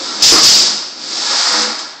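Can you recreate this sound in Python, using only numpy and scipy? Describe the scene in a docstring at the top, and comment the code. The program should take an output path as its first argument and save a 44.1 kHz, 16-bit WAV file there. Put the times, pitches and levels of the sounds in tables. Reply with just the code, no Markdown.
"""A workshop, with a narrow-band microphone near a saw carriage and other machines droning behind.
The carriage runs out along its rail, turns round, returns faster and brakes. Its bearings hiss
and tick on the steel; its belt drive growls, hums and shakes the frame. On the way out the saw head
fires two harsh, ringing bursts that overload the microphone, and its slide thumps between them."""
import sys
import numpy as np
from scipy import signal
from scipy.fft import rfft, irfft, next_fast_len
from scipy.io import wavfile
from scipy.ndimage import map_coordinates

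SR = 44100
rng = np.random.default_rng(int(sys.argv[2]) if len(sys.argv) > 2 else 0)


def digitize_waveform(pressure):
    """Quantize a signal to 16-bit integers and store it at the path in sys.argv[1].

    Rows of a 2-D input are taken as channels; values are limited to [-1, 1].
    """
    field = np.atleast_2d(pressure).T
    bounded = np.clip(field, -1, 1)
    quanta = np.round(bounded * 32767).astype(np.int16)
    wavfile.write(sys.argv[1], SR, quanta)


N = 88200


def amp(db):
    """Decibels to gain."""
    return 10 ** (np.asarray(db) / 20)


def unit(x):
    """Scale to rms 1."""
    return x / np.sqrt(np.mean(x ** 2) + 1e-20)


def along(points, hz):
    """Read (Hz, value) points on a log frequency axis."""
    knots_hz, values = np.transpose(points)
    return np.interp(np.log(hz + 1), np.log(knots_hz + 1), values)


def clock():
    """Seconds at each sample."""
    return np.arange(N) / SR


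def level(rows):
    """Gain per sample from (seconds, dB) rows."""
    return amp(np.interp(clock(), *np.transpose(rows)))


def wander(position):
    """A smooth random curve with a knot at each whole position."""
    return map_coordinates(rng.standard_normal(8192), [position], mode="mirror")


def filtered(x, response):
    """Filter x by a gain given as a function of Hz."""
    size = next_fast_len(N + SR // 2)
    return irfft(rfft(x, size) * response(np.fft.rfftfreq(size, 1 / SR)), size)[:N]


def body(x, spectrum, ripple_db, spacing_hz):
    """x through a structure whose many close modes ripple its spectrum, at rms 1."""
    return unit(filtered(x, lambda hz: amp(along(spectrum, hz) + ripple_db * wander(hz / spacing_hz))))


def noise():
    """White noise."""
    return rng.standard_normal(N)


def contacts(per_s=4500, spread_db=3):
    """Tiny rolling impacts of uneven size."""
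    hits = rng.random(N) < per_s / SR
    return unit(hits * np.sign(noise()) * amp(spread_db * noise()))


def blow(start, t60, attack_s=0.00057):
    """Envelope of one impact."""
    age = np.maximum(clock() - start, 0)
    return (1 - np.exp(-age / attack_s)) * np.exp(-np.log(1000) * age / t60)


def head_ring():
    """Noise rings in the narrow steel modes of the saw head, at rms 1."""
    # Each row: frequency in Hz, width in Hz, level in dB.
    modes = [(4388, 16, -3.5), (4708, 18, -6), (4738, 62, -3.5), (5005, 28, -3), (5045, 44, -4.5),
             (5210, 23, -2), (6040, 12, -12.5), (6080, 28, -9.5)]
    return unit(filtered(noise(), lambda hz: sum(
        amp(db) * 1j * hz * width / (centre ** 2 - hz ** 2 + 1j * hz * width)
        for centre, width, db in modes)))


def bearings():
    """Balls patter on the steel rail, brighter at speed; now and then the carriage ticks."""
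    # The hiss follows the travel. Each row: time in seconds, level in dB.
    travel = [(0, -22), (.21, -22.5), (.6, -9), (.8, -29.5), (.94, -38), (1.02, -27.5), (1.12, -21),
              (1.27, -16), (1.42, -13.5), (1.62, -14), (1.74, -25), (1.83, -28), (2, -43)]
    # Colour of the rail. Each row: frequency in Hz, level in dB.
    rail = [(300, -46), (2000, -16.5), (2900, -15.5), (3600, -8), (4500, -2.5), (5150, -1), (6100, -9),
            (7300, -11), (12000, -17.5)]
    # Each row: start of a tick in seconds, level in dB.
    rail_ticks = [(1.168, -16.5), (1.308, -22), (1.386, -16), (1.791, -17.5)]
    speed = level(travel)
    rolling = body(contacts() + 0.79 * noise(), rail, ripple_db=0.87, spacing_hz=37.4)
    treble = filtered(rolling, lambda hz: 1 - 1 / (1 + (hz / 5840) ** 10))
    rolling += treble * ((speed / speed.max()) ** 0.19 - 1)  # duller when slow
    rolling += amp(-10) * head_ring()
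    flicker = amp(0.5 * wander(clock() * 45))
    ticks = sum(amp(db) * blow(start, t60=0.092, attack_s=0.00078) for start, db in rail_ticks)
    return rolling * speed * flicker + ticks * body(noise(), rail, ripple_db=0.87, spacing_hz=58)


def drive():
    """The belt growls with effort and shakes the table frame."""
    # Strength of growl and rumble. Each row: time in seconds, level in dB.
    effort = [(0, -31.5), (.2, -31.5), (.7, -29.5), (.95, -45), (1.2, -31), (1.33, -22), (1.58, -20.5),
              (1.68, -24), (1.78, -32), (2, -41.5)]
    shake = [(0, -34), (.3, -33), (.65, -29.5), (.78, -38.5), (.95, -43), (1.17, -33), (1.45, -37.5),
             (1.6, -30), (1.7, -35), (1.8, -39), (2, -53.5)]
    # Their colours. Each row: frequency in Hz, level in dB.
    belt = [(200, -40), (550, -6), (850, -3), (1100, -0.5), (1400, 0), (1750, -3.5), (2300, -9),
            (3500, -30), (8000, -58)]
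    frame = [(30, -61.5), (90, -27.5), (150, -12.5), (220, -7), (320, 2.5), (450, -3.5), (700, -7),
             (1500, -14.5), (5000, -47)]
    growl = body(contacts(), belt, ripple_db=2, spacing_hz=28.36) * level(effort)
    rumble = body(noise(), frame, ripple_db=2, spacing_hz=14) * level(shake)
    return growl + rumble


def motor_hum(fade_s=0.027, drift=0.0059):
    """Slightly unsteady tones come and go as the motor pulls and brakes."""
    # Each row: start and end in seconds, pitch in Hz, rms level in dB.
    tones = [(.09, .78, 209, -40.5), (0.062, 0.155, 1346, -35.5), (0, 0.054, 538, -34),
             (1, 1.8, 230, -49.5), (1.53, 1.718, 221, -34), (1.5, 1.72, 495, -34), (1.55, 1.73, 310, -36)]
    t, hum = clock(), np.zeros(N)
    for start, end, hz, db in tones:
        gate = np.clip(np.minimum(t - start, end - t) / fade_s + 0.5, 0, 1)
        phase = 2 * np.pi * np.cumsum(hz * (1 + drift * wander(t * 30))) / SR
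        hum += np.sqrt(2) * gate * amp(db + 2.5 * wander(t * 16)) * np.sin(phase)
    return hum


def shop_drone():
    """Other machines drone steadily, farther off."""
    # Each row: frequency in Hz, level in dB.
    colour = [(30, -50.5), (90, -33), (150, -11.5), (260, -8), (700, -7), (1600, -10), (3000, -10),
              (8000, -28.5)]
    return amp(-43.5) * body(noise(), colour, ripple_db=1.5, spacing_hz=22.1)


def bursts(fall_db_per_s, attack_s=0.004, lead_s=0.018):
    """Envelope of the saw's bursts: a light first touch, an abrupt start, a hold and a fall."""
    # Each row: start in seconds, hold in seconds, level in dB.
    firings = [(.2215, 0.072, -1), (0.428, 0.047, -.5)]
    t, power = clock(), np.zeros(N)
    for start, hold, db in firings:
        rise = np.clip((t - start) / attack_s, 0, 1)
        touch = amp(-18) * np.clip((t - start + lead_s) / attack_s, 0, 1)
        fall = amp(db - fall_db_per_s * np.maximum(t - start - hold, 0))
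        power += (np.maximum(rise, touch) * fall) ** 2
    return np.sqrt(power)


def saw():
    """The blade hisses harshly, and the ring of the head outlasts it."""
    # Each row: frequency in Hz, level in dB.
    blade = [(150, -21.5), (400, -19.5), (2000, -18.5), (3000, -13), (4100, -8), (5050, -1), (5700, -5.5),
             (6600, -9), (7700, -11.5), (12000, -10)]
    hiss = bursts(fall_db_per_s=86) * body(noise(), blade, ripple_db=1.5, spacing_hz=29.99)
    ring = amp(-8.5) * bursts(fall_db_per_s=65.5) * head_ring()
    return hiss + ring


def slide():
    """The slide hits its stop and chatters: at each blow the housing thuds and sheet metal clacks."""
    # Each row: start in seconds, thud level in dB, clack level in dB.
    blows = [(.32, -10.5, -12.5), (.337, -16, -19), (.36, -28, -16), (.38, -20.5, -18.5),
             (0.395, -24.5, -24)]
    # Each row: frequency in Hz, level in dB, seconds to fall 60 dB.
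    housing_modes = [(289.5, -4, 0.16), (350.4, -1, 0.11), (460, 0, 0.095), (728, -12.5, .1)]
    # Each row: frequency in Hz, level in dB.
    sheet_metal = [(60, -40), (200, -14), (300, -1), (430, -2.5), (580, -7), (750, -4), (880, -9.5),
                   (1150, -0.5), (1450, -5), (2400, -11.5), (6000, -34)]
    t, thud, clack = clock(), np.zeros(N), np.zeros(N)
    for start, thud_db, clack_db in blows:
        clack += amp(clack_db) * blow(start, t60=0.19)
        for hz, db, t60 in housing_modes:
            phase = 2 * np.pi * (hz * (t - start) + rng.random())
            thud += amp(thud_db + db) * blow(start, t60) * np.sin(phase)
    return thud + clack * body(noise(), sheet_metal, ripple_db=1, spacing_hz=45.8)


def room(x):
    """The workshop's tail: lows and top die sooner than the middle."""
    # Each row: frequency in Hz, seconds to fall 60 dB.
    decay_times = [(100, 0.62), (1000, 1), (5000, 1), (10000, 0.61)]
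    hz, t, bands = signal.stft(rng.standard_normal(SR), SR, nperseg=256)
    decay = np.exp(-np.log(1000) * t / along(decay_times, hz)[:, None])
    tail = signal.istft(bands * decay, SR, nperseg=256)[1]
    return signal.fftconvolve(x, tail / np.linalg.norm(tail))[:N]


def scene():
    """The machine up front, with the room and the shop's drone behind it, in mono."""
    machine = bearings() + drive() + saw() + slide()
    return (machine + amp(-9.5) * room(machine) + motor_hum() + shop_drone())[None]


def record(dry):
    """The microphone rolls off near 8 kHz and overloads on peaks; the distortion is band-limited."""
    # Response before and after the overload. Each row: frequency in Hz, gain in dB.
    microphone = [(20, -14), (100, -1), (7600, 0.5), (8100, -6.5), (8600, -14.5), (9100, -45.5),
                  (9800, -77)]
    after_clip = [(8000, 0), (11000, -6), (13000, -5), (15500, -14.5)]
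    ceiling, hardness, top_hz = 0.66, 25, 15850
    heard = filtered(dry[0], lambda hz: amp(along(microphone, hz)))
    clipped = heard / (1 + np.abs(heard / ceiling) ** hardness) ** (1 / hardness)
    return filtered(clipped, lambda hz: amp(along(after_clip, hz)) * (hz < top_hz))[None]


dry = scene()
out = record(dry)
digitize_waveform(out)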